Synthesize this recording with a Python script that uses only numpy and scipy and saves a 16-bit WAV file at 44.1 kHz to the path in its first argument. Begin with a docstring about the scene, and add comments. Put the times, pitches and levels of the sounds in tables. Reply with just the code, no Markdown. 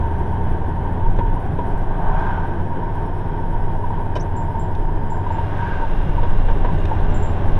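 """Inside the cab of a diesel truck: it coasts on a swaying, roaring road while a loose panel buzzes and rings at bumps.
A thin whine follows the engine; an oncoming car swishes by at about 2.2 s, and the trim clacks and squeaks at 4.2 s.
A small piece of metal, which only ticks at first, clinks from about 4.4 s on. From about 5.2 s the engine pulls again.
Another car passes at about 5.7 s, and the road turns coarser from about 6.4 s.
Hums are sine waves tied to the engine speed, rushing sounds are filtered noise, and knocks are short bursts."""
import sys
import numpy as np
from scipy import signal
from scipy.fft import rfft, irfft
from scipy.io import wavfile
from scipy.ndimage import uniform_filter1d

SR = 44100
rng = np.random.default_rng(int(sys.argv[2]) if len(sys.argv) > 2 else 0)


def inscribe(sig):
    """Save sig as 16-bit PCM at rate SR to the path in sys.argv[1].

    A 1-D sig is mono; a 2-D sig holds one channel per row.
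    Samples are clipped to [-1, 1] before scaling.
    """
    pcm = np.round(np.clip(np.atleast_2d(sig).T, -1, 1) * 32767)
    wavfile.write(sys.argv[1], SR, pcm.astype(np.int16))


N = 334719
TIME = np.arange(N) / SR
HZ = np.fft.rfftfreq(N, 1 / SR)

# cab resonances: center_hz, width_hz, lift_db
CAB_RESONANCES = [(413, 10.3, 6.5), (771, 22, 2.5), (1538, 265, 9.5), (2470, 90, 1.5), (2790, 95, -5.5),
                  (3110, 41, 5)]
# oncoming cars: loudest_s, half_duration_s, swish_db, roar_ahead_db, tread_pitch_hz, tread_db, wake_wind_db
ONCOMING_CARS = [(2.246, 0.18, -34.5, -28, 1549, -35.5, -60), (5.679, 0.2, -37, -39, 1588, -37.5, -44.5)]


def amp(db):
    """Turns decibels into a gain."""
    return 10 ** (np.asarray(db) / 20)


def unit(x):
    """Scales a signal to an average (rms) strength of 1."""
    return x / np.sqrt(np.mean(x ** 2) + 1e-20)


def curves(rows):
    """Draws straight lines between the rows of a time table, giving each column at every sample."""
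    s, *columns = np.transpose(rows)
    return [np.interp(TIME, s, column) for column in columns]


def noise():
    """White noise: all pitches equally strong."""
    return rng.standard_normal(N)


def drift(hz):
    """Random wandering of rms 1, which fades out above roughly the given rate."""
    return unit(irfft(rfft(noise()) * np.exp(-(HZ / hz) ** 2), N))


def hump(offset):
    """A peak of 1 with wide skirts, down to one half at an offset of 1."""
    return 1 / (1 + offset ** 2)


def bell(s, half_s):
    """A smooth peak of 1 in time, down to 37 percent after half_s on either side."""
    return np.exp(-((TIME - s) / half_s) ** 2)


def resonances(hz, rows):
    """Adds up the lift in dB that resonant peaks give at the frequencies hz."""
    return sum(lift_db * hump(2 * (hz - center_hz) / width_hz) for center_hz, width_hz, lift_db in rows)


def colour(x, points, peaks=()):
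    """Filters by a spectrum with resonant peaks on top, then scales to rms 1."""
    hz, db = np.transpose(points)
    db = np.interp(np.log(HZ + 1), np.log(hz + 1), db) + resonances(HZ, peaks)
    return unit(irfft(rfft(x) * amp(db), N))


def steadied(x, seconds):
    """Evens out swells slower than the given time."""
    width = int(seconds * SR / 2) + 1
    power = uniform_filter1d(uniform_filter1d(x ** 2, width), width)
    return x / np.sqrt(abs(power) + 1e-9)


def angle(hz):
    """Adds up a changing pitch into the running angle of a sine, from a random start."""
    return 2 * np.pi * (np.cumsum(hz) / SR + rng.random())


def burst(s, rise_s, decay_s):
    """Loudness shape of a blow: quick rise, fading tail, peak 1, at most half a second long."""
    out, start = np.zeros(N), int(s * SR)
    t = TIME[:min(SR // 2, N - start)]
    out[start:start + len(t)] = (1 - np.exp(-t / rise_s)) * np.exp(-t / decay_s)
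    return out / out.max()


def crank():
    """Crankshaft turns per second; the engine races briefly as it takes up the drive."""
    # speed before that flare: time_s, turns_per_s
    speed_points = [(0, 29.9), (1, 28.93), (2, 27.98), (3, 26.82), (4, 25.78), (5.2, 24.65), (5.85, 24.6),
                    (6.6, 25.7), (7.59, 27.1)]
    flare = 0.048 * bell(5.4, half_s=0.085)  # as a share of the speed
    return curves(speed_points)[0] * (1 + flare)


def pull():
    """Engine load at every sample, following the accelerator."""
    # accelerator: time_s, load (0 to 1)
    load_points = [(0, 0.03), (5.19, 0.11), (5.3, 0.74), (5.9, 0.96), (6.5, 1), (7.59, 1)]
    return curves(load_points)[0]


def nearness():
    """Gain of the oncoming cars' swish, which swells and fades as each goes by."""
    return sum(amp(swish_db) * hump((TIME - s) / half_s) for s, half_s, swish_db, *_ in ONCOMING_CARS)


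def rocking():
    """Size of the cab's sway: each dip builds a swing that the suspension damps out."""
    # dips in the road: start_s, sway_db, time_to_full_swing_s
    road_dips = [(.42, -17.5, 0.059), (1.02, -10, 0.059), (1.24, -11, 0.034), (1.58, -18, 0.26),
                 (2.04, -14.5, 0.062), (2.42, -26, .15), (3.42, -17, 0.19), (4.68, -17.5, 0.17),
                 (5.7, -15.5, 0.25), (6.14, -11, 0.24), (6.95, -14, 0.13), (7.42, -12, 0.1)]
    power = amp(-22) ** 2  # the sway without any dip
    for s, sway_db, swing_s in road_dips:
        age = np.maximum(TIME - s, 0) / swing_s
        power = power + (amp(sway_db) * age * np.exp(1 - age)) ** 2
    return np.sqrt(power)


def road():
    """The cab sways and shakes once a crank turn; tyres boom and roar, louder with crank speed and on coarse road."""
    # relative spectra of sway, boom and roar: pitch_hz, level_db (per Hz)
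    sway_spectrum = [(1, -24), (7, 0.5), (11, 4.5), (17, 4), (24, -1.5), (29, 4.5), (40, -29), (70, -29.5),
                     (200, -93)]
    boom_spectrum = [(30, -31), (45, -19.5), (58, 2), (69, -9), (90, 1), (106, -2.5), (122, -3.5),
                     (150, -3.5), (175, -11.5), (200, -14.5), (300, -21.5), (800, -80)]
    roar_spectrum = [(80, -16.5), (200, 1), (290, -0.5), (360, 1), (520, -6.5), (780, -3.5), (1050, -9.5),
                     (1300, -22.5), (1750, -19.5), (2300, -29.5), (3300, -31.5), (4400, -47), (7000, -56),
                     (16000, -78)]
    # cab floor resonances: center_hz, width_hz, lift_db
    floor_resonances = [(87, 6.7, 4.5), (152.2, 14, 4.5)]
    coarse_start_s, coarse_rise_s = 6.44, 0.48
    speed = crank()
    pace = np.log10(speed / speed.mean())  # 1 would be ten times the mean crank speed
    coarse = np.clip((TIME - coarse_start_s) / coarse_rise_s, 0, 1)

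    shake = 0.36 * amp(-6.3 * drift(0.84)) * np.sin(angle(speed))
    motion = colour(noise(), sway_spectrum) + shake
    sway = rocking() * steadied(motion, 0.14)

    boom_db = -31 + 2 * pace + 3.5 * coarse
    boom = amp(boom_db) * steadied(colour(noise(), boom_spectrum, floor_resonances), 0.23)

    patches_db = 0.5 * drift(25)
    roar_db = -30.5 + 18 * pace + 1.9 * coarse + patches_db
    roar = amp(roar_db) * colour(noise(), roar_spectrum, CAB_RESONANCES)
    return sway + boom + roar


def thumps():
    """A wheel meets a seam and the cab floor booms for a few uneven cycles."""
    # seams in the road: start_s, peak_db, middle_pitch_hz, decay_s
    seams = [(1.07, -20, 84, .045), (1.513, -18.5, 148, 0.022), (6.058, -17.5, 151, .022),
             (6.715, -16.5, 149.6, 0.032), (7.496, -21, 142, 0.044)]
    out = np.zeros(N)
    for s, peak_db, hz, decay_s in seams:
        uneven_hz = hz * (1 + 0.065 * drift(40))
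        out += amp(peak_db) * burst(s, 0.0091, decay_s) * np.sin(angle(uneven_hz))
    return out


def traffic():
    """Each oncoming car brings a dull roar from ahead, then a swish, a falling tread note and a puff of wind."""
    # relative spectra of roar from ahead, swish and dragged wind: pitch_hz, level_db (per Hz)
    ahead_spectrum = [(100, -47), (500, -30), (630, 5), (710, 3.5), (850, 4), (1150, -6), (1600, -29),
                      (3000, -41), (9000, -87)]
    swish_spectrum = [(400, -29), (700, -2), (1150, -2), (1350, -5), (1600, -3.5), (2200, -15), (3300, -19),
                      (4500, -35), (5500, -36.5), (9000, -53.5), (16000, -89)]
    wake_spectrum = [(700, -25), (1050, 13.5), (1400, -8.5), (2400, -5.5), (3600, -18), (5400, -20),
                     (7000, -31), (12000, -50)]
    lead_s = 0.11  # the roar peaks this much before the swish
    tread_lag_s, tread_half_s, tread_spread_hz = 0.0344, 0.0902, 77
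    doppler = 0.03  # share by which the tread's pitch starts above and ends below its middle
    roar = colour(noise(), ahead_spectrum, CAB_RESONANCES)
    wind = colour(noise(), wake_spectrum)
    out = nearness() * colour(noise(), swish_spectrum, CAB_RESONANCES)
    for s, half_s, _, roar_db, hz, tread_db, wake_db in ONCOMING_CARS:
        place = (TIME - s - tread_lag_s) / tread_half_s  # below 0 ahead, above 0 behind
        turn = angle(hz * (1 - doppler * place / np.hypot(1, place)))
        # two random swells make a narrow band of noise around the tread's pitch
        tread = drift(tread_spread_hz) * np.cos(turn) + drift(tread_spread_hz) * np.sin(turn)
        out += amp(roar_db) * hump((TIME + lead_s - s) / half_s) * roar
        out += amp(wake_db) * hump((TIME - s) / half_s) * wind
        out += amp(tread_db) * hump(place) * tread
    return out


def moments(count):
    """Picks random times in the scene, in seconds."""
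    return rng.uniform(0, TIME[-SR // 10], count)


def trim():
    """Plastic trim ticks grittily and chirps as the cab flexes; once it clacks, rings and slips with a rough squeak."""
    # ticks and a double clack: start_s, peak_db, decay_s, brightness (0 dull to 1 sharp)
    tick_list = [(1.161, -57, 0.0065, 0.7), (1.186, -43, 0.0017, 0.05), (4.153, -41.5, 0.0073, 0.8),
                 (4.169, -57, 0.0048, 0.8), (4.749, -48, 0.0036, 0.2), (6.508, -56, 0.0037, 0.92),
                 (6.853, -33, 0.0019, 0.2)]
    # relative spectra of dull and sharp contact: pitch_hz, level_db (per Hz)
    dull_spectrum = [(200, -27), (1000, -13), (2000, -28), (2500, 11), (3050, 0), (3700, 8), (4500, -22),
                     (7000, -22), (15000, -48.5)]
    sharp_spectrum = [(2000, -11), (3900, 3), (4800, 2), (5800, 6), (6600, -3), (7300, -13), (8400, -6),
                      (10000, -26), (15000, -34)]
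    # resonances of dull contact: center_hz, width_hz, lift_db
    dull_resonances = [(520, 220, 18), (1582, 200, 14), (3000, 180, 8)]
    # ringing after the clack: pitch_hz, peak_db, decay_s
    clack_ring = [(349, -30, 0.008), (465, -33, 0.009), (616, -30, 0.0082), (774, -32, .008),
                  (1576, -36, 0.010), (2446, -41, 0.007), (3024, -34.5, 0.0085), (3780, -47, 0.014)]
    # squeak before its roughness: time_s, pitch_hz, level_db
    squeak_points = [(4.194, 5000, -66), (4.199, 5300, -46), (4.206, 5780, -44), (4.213, 6030, -43),
                     (4.228, 5880, -59), (4.240, 5850, -66)]
    # rubbing chirps: loudest_s, half_duration_s, pitch_hz, level_db
    chirp_list = [(6.795, .018, 6720, -63), (7.116, .008, 5830, -57)]
    clack_s, grit_db = 4.155, 4

    contact = noise() * amp(grit_db * drift(500))
    dull = colour(contact, dull_spectrum, dull_resonances)
    sharp = colour(contact, sharp_spectrum)
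    out = np.zeros(N)
    for s, peak_db, decay_s, bright in tick_list:
        out += amp(peak_db) * burst(s, 0.021, decay_s) * ((1 - bright) * dull + bright * sharp)
    for s in moments(count=5):  # faint stray ticks
        out += amp(-66) * burst(s, 0.0092, 0.004) * sharp
    for hz, peak_db, decay_s in clack_ring:
        out += amp(peak_db) * burst(clack_s, 0.0032, decay_s) * np.sin(2 * np.pi * hz * TIME)

    hz, level_db = curves(squeak_points)
    slipping = (TIME > squeak_points[0][0]) & (TIME < squeak_points[-1][0])
    rough_hz = hz * (1 + 0.03 * drift(710))
    out += slipping * amp(level_db + grit_db * drift(400)) * np.sin(angle(rough_hz))
    for s, half_s, hz, level_db in chirp_list:
        out += amp(level_db) * bell(s, half_s) * np.sin(2 * np.pi * hz * TIME)
    return out


def clinks():
    """A small metal piece ticks on contact; struck freely, its two close modes ring on and beat as they die."""
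    # the two modes: pitch_hz, time_to_fall_60_db_s (before each clink's own factor)
    metal_modes = [(7297, 0.33), (7397, .28)]
    # ringing clinks: start_s, lower_mode_db, upper_mode_db, ring_time_factor
    clink_list = [(4.366, -48, -57, 0.81), (4.5961, -60, -47, 0.71), (5.102, -50.5, -75, 1.0),
                  (5.3218, -55, -75.5, 0.77), (7.1434, -45, -56, 0.89), (7.227, -46.5, -54, 1)]
    # light touches that do not ring: start_s, peak_db
    touch_list = [(1.338, -66), (1.777, -61), (4.06, -60.5), (4.227, -58), (6.948, -63), (7.103, -56)]
    # relative spectrum of the contact tick: pitch_hz, level_db (per Hz)
    contact_spectrum = [(3000, -40), (6500, -9), (7600, -6), (8200, 4), (9000, -15), (10500, -16),
                        (12800, -12), (15000, -20)]
    tick_db, tick_decay_s = -9.5, 0.0026  # tick_db is against the louder mode of a clink
    ring = np.zeros(N)
    ticks = sum(amp(peak_db) * burst(s, 0.002, tick_decay_s) for s, peak_db in touch_list)
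    for s, *levels_db, hold in clink_list:
        start = int(s * SR)
        t = TIME[:N - start]
        for level_db, (hz, fall_s) in zip(levels_db, metal_modes):
            ring[start:] += amp(level_db - 60 * t / (fall_s * hold)) * np.sin(2 * np.pi * hz * t)
        ticks += amp(max(levels_db) + tick_db) * burst(s, 0.0003, tick_decay_s)
    return ring + ticks * colour(noise(), contact_spectrum)


def trembling():
    """Size of the panel's chatter: lively when coasting, calmer under load, stirred by passing cars."""
    # moments of near rest: middle_s, half_duration_s, change_db
    rest_list = [(1.14, 0.045, -11), (1.505, 0.091, -13)]
    rests_db = sum(db * bell(s, half_s) for s, half_s, db in rest_list)
    own = amp(-33.5 - 7.5 * pull() + rests_db)
    stirred = amp(3.5) * nearness()
    return np.hypot(own, stirred)


def panel():
    """A loose panel chatters in its own modes; each bump thuds and sets it ringing at a slightly different pitch."""
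    # modes of the panel: pitch_hz, width_hz, level_db (relative)
    panel_modes = [(918.6, 43, 4.5), (977, 70, -8.5), (2940, 140, -37)]
    # bumps: start_s, ring_db (before the mode levels), first_mode_pitch_hz, ring_decay_s, thud_db
    bump_list = [(0.025, -29, 927.6, 0.026, -41.5), (0.205, -30.5, 930, 0.026, -52),
                 (0.688, -29, 927.5, 0.019, -52), (0.864, -31, 933, 0.025, -49),
                 (1.005, -30, 916, 0.024, -42), (1.058, -32, 926, 0.017, -47),
                 (1.187, -27.5, 943.4, 0.0079, -22.5), (1.206, -26.5, 922, 0.019, -48),
                 (1.25, -30.5, 906, 0.027, -52), (1.359, -32, 942, 0.018, -52),
                 (1.586, -27.5, 929, 0.03, -27.5), (1.842, -44.5, 950, 0.0081, -50),
                 (1.873, -32.5, 890, 0.0064, -48), (2.698, -28.5, 933, 0.016, -47),
                 (2.828, -28.5, 958, 0.0089, -42), (3.544, -32, 916.5, 0.014, -50),
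                 (3.655, -31, 922, 0.02, -53), (3.836, -27.5, 947, 0.016, -54),
                 (3.878, -31.5, 908.5, 0.0095, -52.5), (3.905, -35.5, 927, 0.018, -50),
                 (4.001, -30, 930.5, 0.012, -57), (4.162, -26, 957, 0.008, -25),
                 (4.291, -32, 923, 0.024, -50), (4.376, -35, 938, 0.014, -50),
                 (4.41, -32.5, 922, 0.016, -50), (4.541, -28, 920, 0.03, -44), (4.65, -31, 918, 0.022, -44),
                 (4.699, -29.5, 917, 0.012, -50), (4.885, -33, 924, 0.023, -45),
                 (5.117, -30, 915, 0.011, -50), (5.263, -24, 932, 0.0084, -40),
                 (5.303, -23.5, 925, 0.011, -34), (5.345, -26.5, 907, 0.011, -43),
                 (5.381, -25, 930, 0.024, -28), (5.617, -25, 917, 0.023, -46),
                 (5.819, -25.5, 930, 0.029, -32), (6.179, -26, 919, 0.011, -30),
                 (6.23, -28.5, 935, 0.03, -22.5), (6.483, -29, 925, 0.015, -23),
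                 (6.499, -30, 912, 0.019, -30), (6.646, -25, 971, 0.0085, -21.5),
                 (6.685, -28.5, 956, 0.021, -51), (6.912, -23.5, 920, 0.015, -31)]
    # relative spectrum of the thud: pitch_hz, level_db (per Hz)
    thud_spectrum = [(120, -13), (330, 9.5), (550, 10.5), (900, -0.5), (1300, -11.5), (1700, -10),
                     (2700, -15), (3500, -20), (5000, -43), (9000, -56.5)]
    response = sum(amp(db) * hump(2 * (HZ - hz) / width_hz) for hz, width_hz, db in panel_modes)
    chatter = steadied(irfft(rfft(noise()) * response, N), 0.12)
    buzz = chatter * trembling() * amp(1.5 * drift(6.5))

    swing, stretch, thuds = np.zeros((3, N))
    for s, ring_db, hz, decay_s, thud_db in bump_list:
        blow = amp(ring_db) * burst(s, 0.0035, decay_s)
        swing += blow
        stretch += blow * (hz / panel_modes[0][0] - 1)
        thuds += amp(thud_db) * burst(s, 0.0017, 0.012)
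    pitch = 1 + stretch / (swing + 1e-9)  # where rings overlap, the stronger blow counts more
    ring = np.zeros(N)
    for hz, _, db in panel_modes:
        ring += amp(db) * np.sin(angle(hz * pitch * (1 + 0.02005 * drift(76.2))))
    return buzz + swing * ring + thuds * colour(noise(), thud_spectrum, CAB_RESONANCES)


def whine():
    """The thin wavering tone of a fast-spinning part, geared to the crankshaft; it wobbles more under load."""
    # level before wavering, sinking into the road noise for a while: time_s, level_db
    level_points = [(0, -74), (0.5, -77), (0.85, -84), (1.5, -77), (1.95, -79), (2.3, -73.5), (3.6, -71),
                    (3.95, -78), (4.6, -72), (5.4, -71), (6.6, -71), (7.59, -72)]
    # partials: multiple_of_pitch, level_db (relative)
    whine_partials = [(1, -1), (1.022, -9), (1.5, -13), (2, -12)]
    load = pull()
    wobble = 0.001 * drift(40) + 0.003 * load * drift(13)
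    # 199.3 cycles per crank turn, and 1.2 percent higher at full load
    hz = 199.3 * crank() * (1 + 0.012 * load) * (1 + wobble)
    level_db = curves(level_points)[0] + 1.5 * drift(20)
    return amp(level_db) * sum(amp(db) * np.sin(angle(k * hz)) for k, db in whine_partials)


def engine():
    """Crank and drive shaft hums pass through the cab air; under load, uneven puffs of combustion clatter join in."""
    # hums before air resonance and wavering: multiple_of_crank_speed, coast_fast_db, coast_slow_db, full_load_db
    hum_orders = [(2, -30.5, -66.5, -32.5), (2.22, -33, -52, -47.5), (2.67, -29.5, -57, -51),
                  (3, -40, -49, -34), (3.33, -41.5, -37.5, -37), (4.01, -36, -35.5, -36),
                  (5, -42, -43.5, -42), (5.33, -43, -52, -54.5), (6, -45.5, -40, -41.5),
                  (6.17, -37.5, -45, -57.5), (6.67, -57, -51, -47.5), (7, -46.5, -50, -51.5),
                  (7.7, -60, -58, -43), (12, -71, -48.5, -44.5)]
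    # resonances of the cab air, which boom as a hum slides through: center_hz, width_hz, lift_db
    air_resonances = [(90.4, 20.7, 10), (164.8, 28, 5.5)]
    # throb of the clatter: multiple_of_crank_speed, depth (0 to 1)
    puff_orders = [(2, .14), (3, .08), (4, .09)]
    # relative spectrum of the clatter: pitch_hz, level_db (per Hz)
    clatter_spectrum = [(150, -10), (320, 7), (420, 5), (570, 18), (800, 7), (1080, 13.5), (1350, -1.5),
                        (2000, 0.5), (2900, -6), (3700, -5.5), (4500, -21.5), (6000, -20.5), (7500, -31),
                        (16000, -42)]
    # resonance of the engine's covers: center_hz, width_hz, lift_db
    cover_resonances = [(2793, 110, 16.5)]
    # short dips of the hum: middle_s, half_duration_s, change_db
    hum_dips = [(3.2, .3, -3), (5.85, .14, -6.5)]
    speed = crank()
    fast = (speed - speed.min()) / np.ptp(speed)  # 0 at the slowest, 1 at the fastest
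    load = pull()
    speed = speed * (1 + 0.00082 * drift(5.8))  # tiny hunting of the speed

    hum = np.zeros(N)
    for k, fast_db, slow_db, load_db in hum_orders:
        coast_db = slow_db + fast * (fast_db - slow_db)
        air_db = resonances(k * speed, air_resonances)
        level_db = coast_db + load * (load_db - coast_db) + air_db + drift(1.8)
        hum += np.sqrt(2) * amp(level_db) * np.sin(angle(k * speed))
    dips_db = sum(db * bell(s, half_s) for s, half_s, db in hum_dips)

    puffs = 1 + sum(depth * np.cos(angle(k * speed)) for k, depth in puff_orders)
    clatter = colour(noise() * puffs, clatter_spectrum, CAB_RESONANCES + cover_resonances)
    return amp(dips_db) * hum + amp(-38) * load * clatter


def scene():
    """Adds up everything heard in the cab, as one channel."""
    return (road() + thumps() + traffic() + trim() + clinks() + panel() + whine() + engine())[None]


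def record(dry):
    """The camera adds a faint hiss and faint electrical tones, then cuts the highest treble."""
    # steady electrical tones: pitch_hz, level_db (rms)
    tone_list = [(5001, -86), (6000, -87), (9604, -87), (10417, -81), (10998, -90), (13001, -91)]
    # relative spectrum of the hiss: pitch_hz, level_db (per Hz)
    hiss_spectrum = [(1000, -7.5), (5500, -0.5), (7400, -10.5), (8900, 3.5), (9700, 2), (11300, -2),
                     (12000, -9), (13000, -2.5), (13700, -10), (15700, -10.5)]
    tones = sum(np.sqrt(2) * amp(db) * np.sin(2 * np.pi * hz * TIME) for hz, db in tone_list)
    hiss = amp(-68.5 + 2.5 * drift(26)) * colour(noise(), hiss_spectrum)
    lowpass = signal.firwin(511, 15760, window=("kaiser", 9), fs=SR)  # keeps pitches below 15760 Hz
    return signal.oaconvolve(dry + tones + hiss, lowpass[None], "same")


dry = scene()
out = record(dry)
inscribe(out)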